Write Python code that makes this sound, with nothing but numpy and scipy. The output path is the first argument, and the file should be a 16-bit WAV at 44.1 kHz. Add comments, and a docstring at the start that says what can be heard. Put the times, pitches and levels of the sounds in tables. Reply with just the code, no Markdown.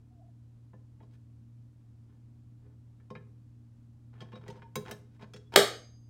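"""A small room, the microphone close to a workpiece on a cloth-covered table; a motor hums behind.
The tip of a brass spring-loaded centre punch taps and slides into place, and the plunger rubs in its
barrel as the spring is pressed down. The hammer trips with one sharp snap: the table thumps, barrel and
spring ring on faintly, and the walls give a short reflection."""
import sys
import numpy as np
from scipy import signal
from scipy.fft import rfft, irfft
from scipy.io import wavfile

SR = 44100
rng = np.random.default_rng(int(sys.argv[2]) if len(sys.argv) > 2 else 0)


def digitize_waveform(pressure):
    """Quantize a signal to 16-bit integers and store it at the path in sys.argv[1].

    Rows of a 2-D input are taken as channels; values are limited to [-1, 1].
    """
    field = np.atleast_2d(pressure).T
    bounded = np.clip(field, -1, 1)
    quanta = np.round(bounded * 32767).astype(np.int16)
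    wavfile.write(sys.argv[1], SR, quanta)


N = 268569
TIME = np.arange(N) / SR


def from_db(db):
    return 10 ** (np.asarray(db) / 20)


def rms_one(x):
    return x / np.sqrt(np.mean(x ** 2) + 1e-20)


def decay(t, t60):
    return np.exp(-np.log(1000) * t / t60)


def at_hz(points, hz):
    """Read a table on a log-frequency axis."""
    grid, values = np.transpose(points)
    return np.interp(np.log(np.maximum(hz, 1)), np.log(grid), values)


def highpass(x, hz, order=2):
    return signal.sosfilt(signal.butter(order, hz, "high", fs=SR, output="sos"), x + 1e-18)


def add(track, start_s, sound):
    start = round(start_s * SR)
    track[start:start + len(sound)] += sound[:N - start]


def noise(spectrum, size=N):
    """Steady noise of a given colour, rms 1."""
    hz = np.linspace(0, SR / 2, size // 2 + 1)
    phases = np.exp(2j * np.pi * rng.random(len(hz)))
    return rms_one(irfft(from_db(at_hz(spectrum, hz)) * phases, size))


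def drift(rate_hz):
    """A random wander with a spread of about 1."""
    return np.interp(TIME * rate_hz, np.arange(4096), rng.standard_normal(4096))


def ring(force, modes):
    """Damped resonances; a unit click starts each at its listed level."""
    out = 0
    for hz, db, t60 in modes:
        radius, angle = decay(1 / SR, t60), 2 * np.pi * hz / SR
        feedback = [1, -2 * radius * np.cos(angle), radius ** 2]
        out += from_db(db) * signal.lfilter([0, np.sin(angle)], feedback, force + 1e-18)
    return out


def burst(t60, size=2048):
    """The dense, quickly dying chatter of one contact: even spectrum, unit energy."""
    fade = decay(TIME[:size], t60)
    phases = np.angle(rfft(rng.standard_normal(size) * fade))
    even = irfft(np.exp(1j * phases)) * np.sqrt(fade)
    return even / np.linalg.norm(even)


def coloured(x, spectrum):
    """Colour a short sound without letting it start early (minimum phase)."""
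    half = len(x) // 2
    gain = from_db(at_hz(spectrum, np.linspace(0, SR / 2, half + 1)))
    cepstrum = irfft(np.log(gain))
    cepstrum[1:half] *= 2
    cepstrum[half + 1:] = 0
    return irfft(rfft(x) * np.exp(rfft(cepstrum)))


def swells(rows, waver_db, wander_rad):
    """Short wavering tones that swell and fade."""
    out = np.zeros(N)
    waver, phase = from_db(waver_db * drift(90)), wander_rad * drift(48)
    for peak_s, hz, db, half_width_s in rows:
        on = np.abs(TIME - peak_s) < 3.5 * half_width_s
        level = from_db(db) * waver[on] * np.exp(-((TIME[on] - peak_s) / half_width_s) ** 2)
        out[on] += level * np.sqrt(2) * np.sin(2 * np.pi * hz * TIME[on] + phase[on])
    return out


# the motor in the background: pitch_hz, level_db
MOTOR_PARTIALS = [(39.7, -77), (79.5, -66.5), (117.5, -54), (234.8, -68), (293.3, -73.5)]

def motor_hum(waver_db):
    """The partials sway together in pitch, each wavering in level on its own."""
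    out, swaying_time = 0, TIME + 0.0012 * drift(3.3)
    for hz, db in MOTOR_PARTIALS:
        level = from_db(db + waver_db * drift(8))
        out += level * np.sqrt(2) * np.sin(2 * np.pi * hz * swaying_time + rng.uniform(0, 2 * np.pi))
    return out


# the air all around the microphone: frequency_hz, density_db
AIR_COLOUR = [(20, -26), (40, -5), (58, -5.5), (90, 0.5), (150, -6.5), (250, -6), (400, -20.5),
              (600, -25.5), (1000, -30), (2000, -37.5), (4000, -40.5), (8000, -43), (14000, -51.5),
              (16000, -52.5)]

def room_tone(above_400_hz_db):
    """The soft, steady rush of the room, mostly bass."""
    air = noise(AIR_COLOUR)
    return from_db(above_400_hz_db) * air / np.std(highpass(air, 400, order=6))


# far from the microphone: peak_s, pitch_hz, level_db, half_width_s
FAR_NOTES = [(0.13, 726, -71, .02), (0.22, 694, -70, 0.067)]

def far_tone():
    """A faint tone swells twice, lower the second time."""
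    return swells(FAR_NOTES, waver_db=7.0, wander_rad=1.4)


def gripped(contact, level_db, t60, count=18):
    """Every shift of the fingers frees another set of short resonances."""
    pitches = np.geomspace(1300, 9500, count) * from_db(rng.uniform(-.5, .5, count))
    levels = level_db + rng.normal(0, 1.7, count)
    return contact + ring(contact, [(hz, db, t60) for hz, db in zip(pitches, levels)])


# tip and fingers touching the work, close up: start_s, knock_db, clack_db, contact_ms, pitch_hz
TOUCHES = [(0.734, -16, -38, 0.59, 1010), (1.004, -20, -39.5, 0.48, 898), (1.029, -22, -48, 0.18, 1040),
           (3.002, -31, -41, 0.53, 1870), (3.104, -4, -33.5, 0.19, 1066), (3.153, -9.5, -19.5, 0.49, 2340),
           (4.206, -8.5, -27, 0.21, 3220), (4.218, -11, -29.5, 0.19, 1085), (4.33, -9, -32, 0.32, 1093),
           (4.356, -8, -31, 0.25, 1118), (4.481, -5, -27.5, 0.13, 1934), (4.502, -8, -29.5, 0.14, 905),
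           (4.566, -20, -39, 0.21, 970), (4.621, -20.5, -24, 0.48, 923), (4.757, 6, -11, 0.044, 1054),
           (4.896, -8.5, -37, 0.067, 1030), (4.912, -4.5, -17, .08, 1272), (5.224, -9, -29, 0.23, 955),
           (5.337, -8.5, -25.5, 0.14, 3326), (5.363, -18.5, -29.5, .14, 3450)]
# the hardest clack: frequency_hz, gain_db
CLACK_COLOUR = [(100, -15), (700, -6), (1600, -1.5), (3400, 0.5), (5800, -1), (9000, -4), (11000, -4.5),
                (15500, 1.5)]
# the dull knock on the cloth: frequency_hz, gain_db
KNOCK_COLOUR = [(60, -23), (165, 0), (240, 1.5), (320, -8.5), (410, -3), (520, 3.5), (720, -8.5),
                (1500, -35), (5000, -64.5)]

def touches(chatter_t60, knock_t60, ring_t60, soften_db_per_octave=16, spread_octaves=0.31):
    """Each touch clacks, duller the longer the contact lasts; the work rings and the table knocks."""
    out = np.zeros(N)
    grid_hz = np.geomspace(100, 16000, 40)
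    for start_s, knock_db, clack_db, contact_ms, pitch_hz in TOUCHES:
        # treble is lost above 1 / contact time
        octaves_over = np.log2(np.maximum(grid_hz * contact_ms / 1000, 1))
        gain_db = clack_db + at_hz(CLACK_COLOUR, grid_hz) - soften_db_per_octave * octaves_over
        chatter = gripped(burst(chatter_t60, size=4096), level_db=-33.5, t60=0.054)
        add(out, start_s - .001, coloured(chatter, np.c_[grid_hz, gain_db]))
        # the knock lags the clack, and its pitch varies with the spot touched
        pitch_ratio = 2 ** (spread_octaves * rng.uniform(-1, 1))
        knock = coloured(burst(knock_t60, size=8192), np.array(KNOCK_COLOUR) * [pitch_ratio, 1])
        add(out, start_s + .005, from_db(knock_db) * knock)
        add(out, start_s, ring(signal.unit_impulse(SR // 10), [(pitch_hz, knock_db - 42.5, ring_t60)]))
    return out


# the work and the punch resting on it: pitch_hz, relative_db, t60_s
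WORKPIECE_MODES = [(160, -3, 0.14), (220, -1, 0.12), (418, -1.5, 0.18), (510, -1, .09), (920, -3, 0.08),
                   (1086, -2.5, 0.057), (1510, -7.5, .05), (1770, -2.5, 0.09), (2508, -4, .05),
                   (3310, 0, 0.06), (3876, -4, 0.06), (5400, 1, 0.045), (6290, -5, .07), (9500, -2, .025)]

def workpiece(force):
    """Touches and sliding set the work ringing."""
    return from_db(-39) * ring(force, WORKPIECE_MODES)


# the small room's reverberation time: frequency_hz, t60_s
ROOM_DECAY = [(150, 0.74), (300, 0.4558), (600, 0.39), (1500, 0.37), (5000, 0.3865), (9000, 0.33),
              (15000, 0.18)]
# the sound coming back off the walls: frequency_hz, relative_db
WALL_COLOUR = [(100, 3), (300, -2), (450, 3.5), (700, -1.8), (1000, -1), (3000, -3.76), (8000, -1.03),
               (15000, 1)]

def room_reflections(sound, build_s, size=32768):
    """Reflections thicken, then die away, the treble first."""
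    t, response = TIME[:size], 0
    hz = np.linspace(0, SR / 2, size // 2 + 1)
    spectrum = rfft(noise(WALL_COLOUR, size))
    centres_hz = np.geomspace(100, 16000, 12)
    for centre_hz, band_weights in zip(centres_hz, np.eye(len(centres_hz))):
        band = irfft(spectrum * at_hz(np.c_[centres_hz, band_weights], hz))
        response += band * decay(t, at_hz(ROOM_DECAY, centre_hz))
    response *= 1 - np.exp(-(t / build_s) ** 2)
    return signal.fftconvolve(sound, response / np.linalg.norm(response))[:N]


# the tip sliding, the plunger rubbing in its barrel, and duller strokes of fingers on the cloth: start_s,
# hold_s, level_db, tilt_db_per_octave
STROKES = [(1.108, 0.045, -74.5, 3.5), (2.082, 0.089, -79.5, -2.5), (2.602, .12, -76, -4.5),
           (4.129, 0.16, -66, -3), (4.317, 0.06, -59.5, -2), (4.409, 0.2, -64.5, -3),
           (4.852, 0.072, -51, -1), (5.112, 0.057, -76.5, 2.5), (5.191, 0.048, -57, -1.5),
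           (5.52, 0.038, -46, 0.6)]
# the rubbing, before each stroke's tilt: frequency_hz, relative_db
FRICTION_COLOUR = [(100, -5), (400, 3.5), (1500, 3), (4000, -8), (7500, -19.5), (11000, -27.5),
                   (15000, -30.5)]

def sliding(grain_db, attack_s=.004, release_t60=0.059, size=16384):
    """During each stroke the rubbing catches and slips in fine uneven grains."""
    out, t = np.zeros(N), TIME[:size]
    for start_s, hold_s, level_db, tilt in STROKES:
        envelope = np.minimum(t / attack_s, 1) * decay(np.maximum(t - hold_s, 0), release_t60)
        colour = [(hz, db + tilt * np.log2(hz)) for hz, db in FRICTION_COLOUR]
        add(out, start_s, from_db(level_db) * envelope * noise(colour, size))
    return out * rms_one(from_db(grain_db * drift(300)))


# small squeaks near the microphone: peak_s, pitch_hz, level_db, half_width_s
SQUEAK_NOTES = [(4.36, 3810, -59, 0.014), (4.51, 930, -59.5, .02), (4.59, 935, -59, 0.016),
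                (4.655, 918, -56.5, 0.021), (5.475, 3400, -77.5, 0.019), (5.542, 930, -44, 0.011)]

def squeaks():
    """Metal parts sing briefly as they rub."""
    return swells(SQUEAK_NOTES, waver_db=3.0, wander_rad=.7)


# the sear trips, the hammer lands and rebounds: start_s, level_db
HAMMER_HITS = [(5.5585, -40.5), (5.5603, -20), (5.5613, -19), (5.5634, -23.5)]
# metal striking metal at close range: frequency_hz, relative_db
SNAP_COLOUR = [(40, -42.5), (120, -22), (310, -13.5), (480, 1), (680, -1.5), (1000, 0), (1300, -3.5),
               (1850, 0), (2400, -5), (3500, 0), (4800, -6), (6200, -15.5), (8000, -9), (10000, -20.5),
               (12800, -19), (15300, -14.5)]

def hammer_snap(t60):
    """Contacts a millisecond or two apart merge into one hard crack."""
    out = np.zeros(N)
    for start_s, level_db in HAMMER_HITS:
        add(out, start_s, from_db(level_db) * rms_one(coloured(burst(t60), SNAP_COLOUR)))
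    return out


# the barrel, damped by the hand: pitch_hz, relative_db
BARREL_RING = [(809, -26), (865, -29), (1606, -29.5), (1738, -27.5), (1921, -28), (1980, -33),
               (2274, -33.5), (3112, -32.5), (3304, -31.5), (3382, -30.5), (3795, -28), (3826, -32.5),
               (7600, -31.5), (8400, -38), (9328, -39.5), (11180, -33.5), (14690, -38)]
# the spring inside rings longer, one close pair beating: pitch_hz, level_db, t60_s
SPRING_RING = [(4870, -44, 0.8), (4880, -55, 1), (6384, -44, 0.82)]
# the table under the blow: pitch_hz, level_db, t60_s
TABLE_THUMP = [(146, -27.5, 0.17), (207, -25, .23), (255, -29, .16), (310, -33, .15), (403, -8.5, .19),
               (424, -20, .16), (461, -13.5, .18), (520, -18, .19), (591, -27, .19), (637, -26, .2)]

def ring_and_thump(barrel_t60, swing_s):
    """The hardest hit rings barrel, spring and table; the heavy table takes a few cycles to swing up."""
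    out, blow = np.zeros(N), signal.unit_impulse(SR)
    barrel = from_db(-1.5) * ring(blow, [(hz, db, barrel_t60) for hz, db in BARREL_RING])
    spring = ring(blow, SPRING_RING)
    table = ring(blow, TABLE_THUMP) * (1 - np.exp(-TIME[:SR] / swing_s))
    landing_s, _ = max(HAMMER_HITS, key=lambda hit: hit[1])
    add(out, landing_s, barrel + spring + table)
    return out


def scene():
    """One microphone: hands and punch close by, the walls and the background farther off."""
    force = touches(chatter_t60=0.063, knock_t60=0.094, ring_t60=0.06) + sliding(grain_db=6.0)
    hands = force + workpiece(force) + squeaks()
    snap = hammer_snap(t60=0.0083)
    ringing = ring_and_thump(barrel_t60=0.3, swing_s=0.0097)
    reflections = room_reflections(from_db(-12) * hands + from_db(-6) * snap, build_s=0.008)
    background = motor_hum(waver_db=1.7) + room_tone(above_400_hz_db=-78.5) + far_tone()
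    return (hands + snap + ringing + reflections + background)[None]


def record(dry):
    """Only the highest peaks are rounded; the microphone sheds the deepest bass and the top is cut."""
    ceiling, bottom_hz, top_hz = .78, 28, 16688
    rounded = dry / (1 + (dry / ceiling) ** 4) ** .25
    top_cut = signal.cheby2(20, 90, top_hz, fs=SR, output="sos")
    return signal.sosfilt(top_cut, highpass(rounded, bottom_hz))


dry = scene()
out = record(dry)
digitize_waveform(out)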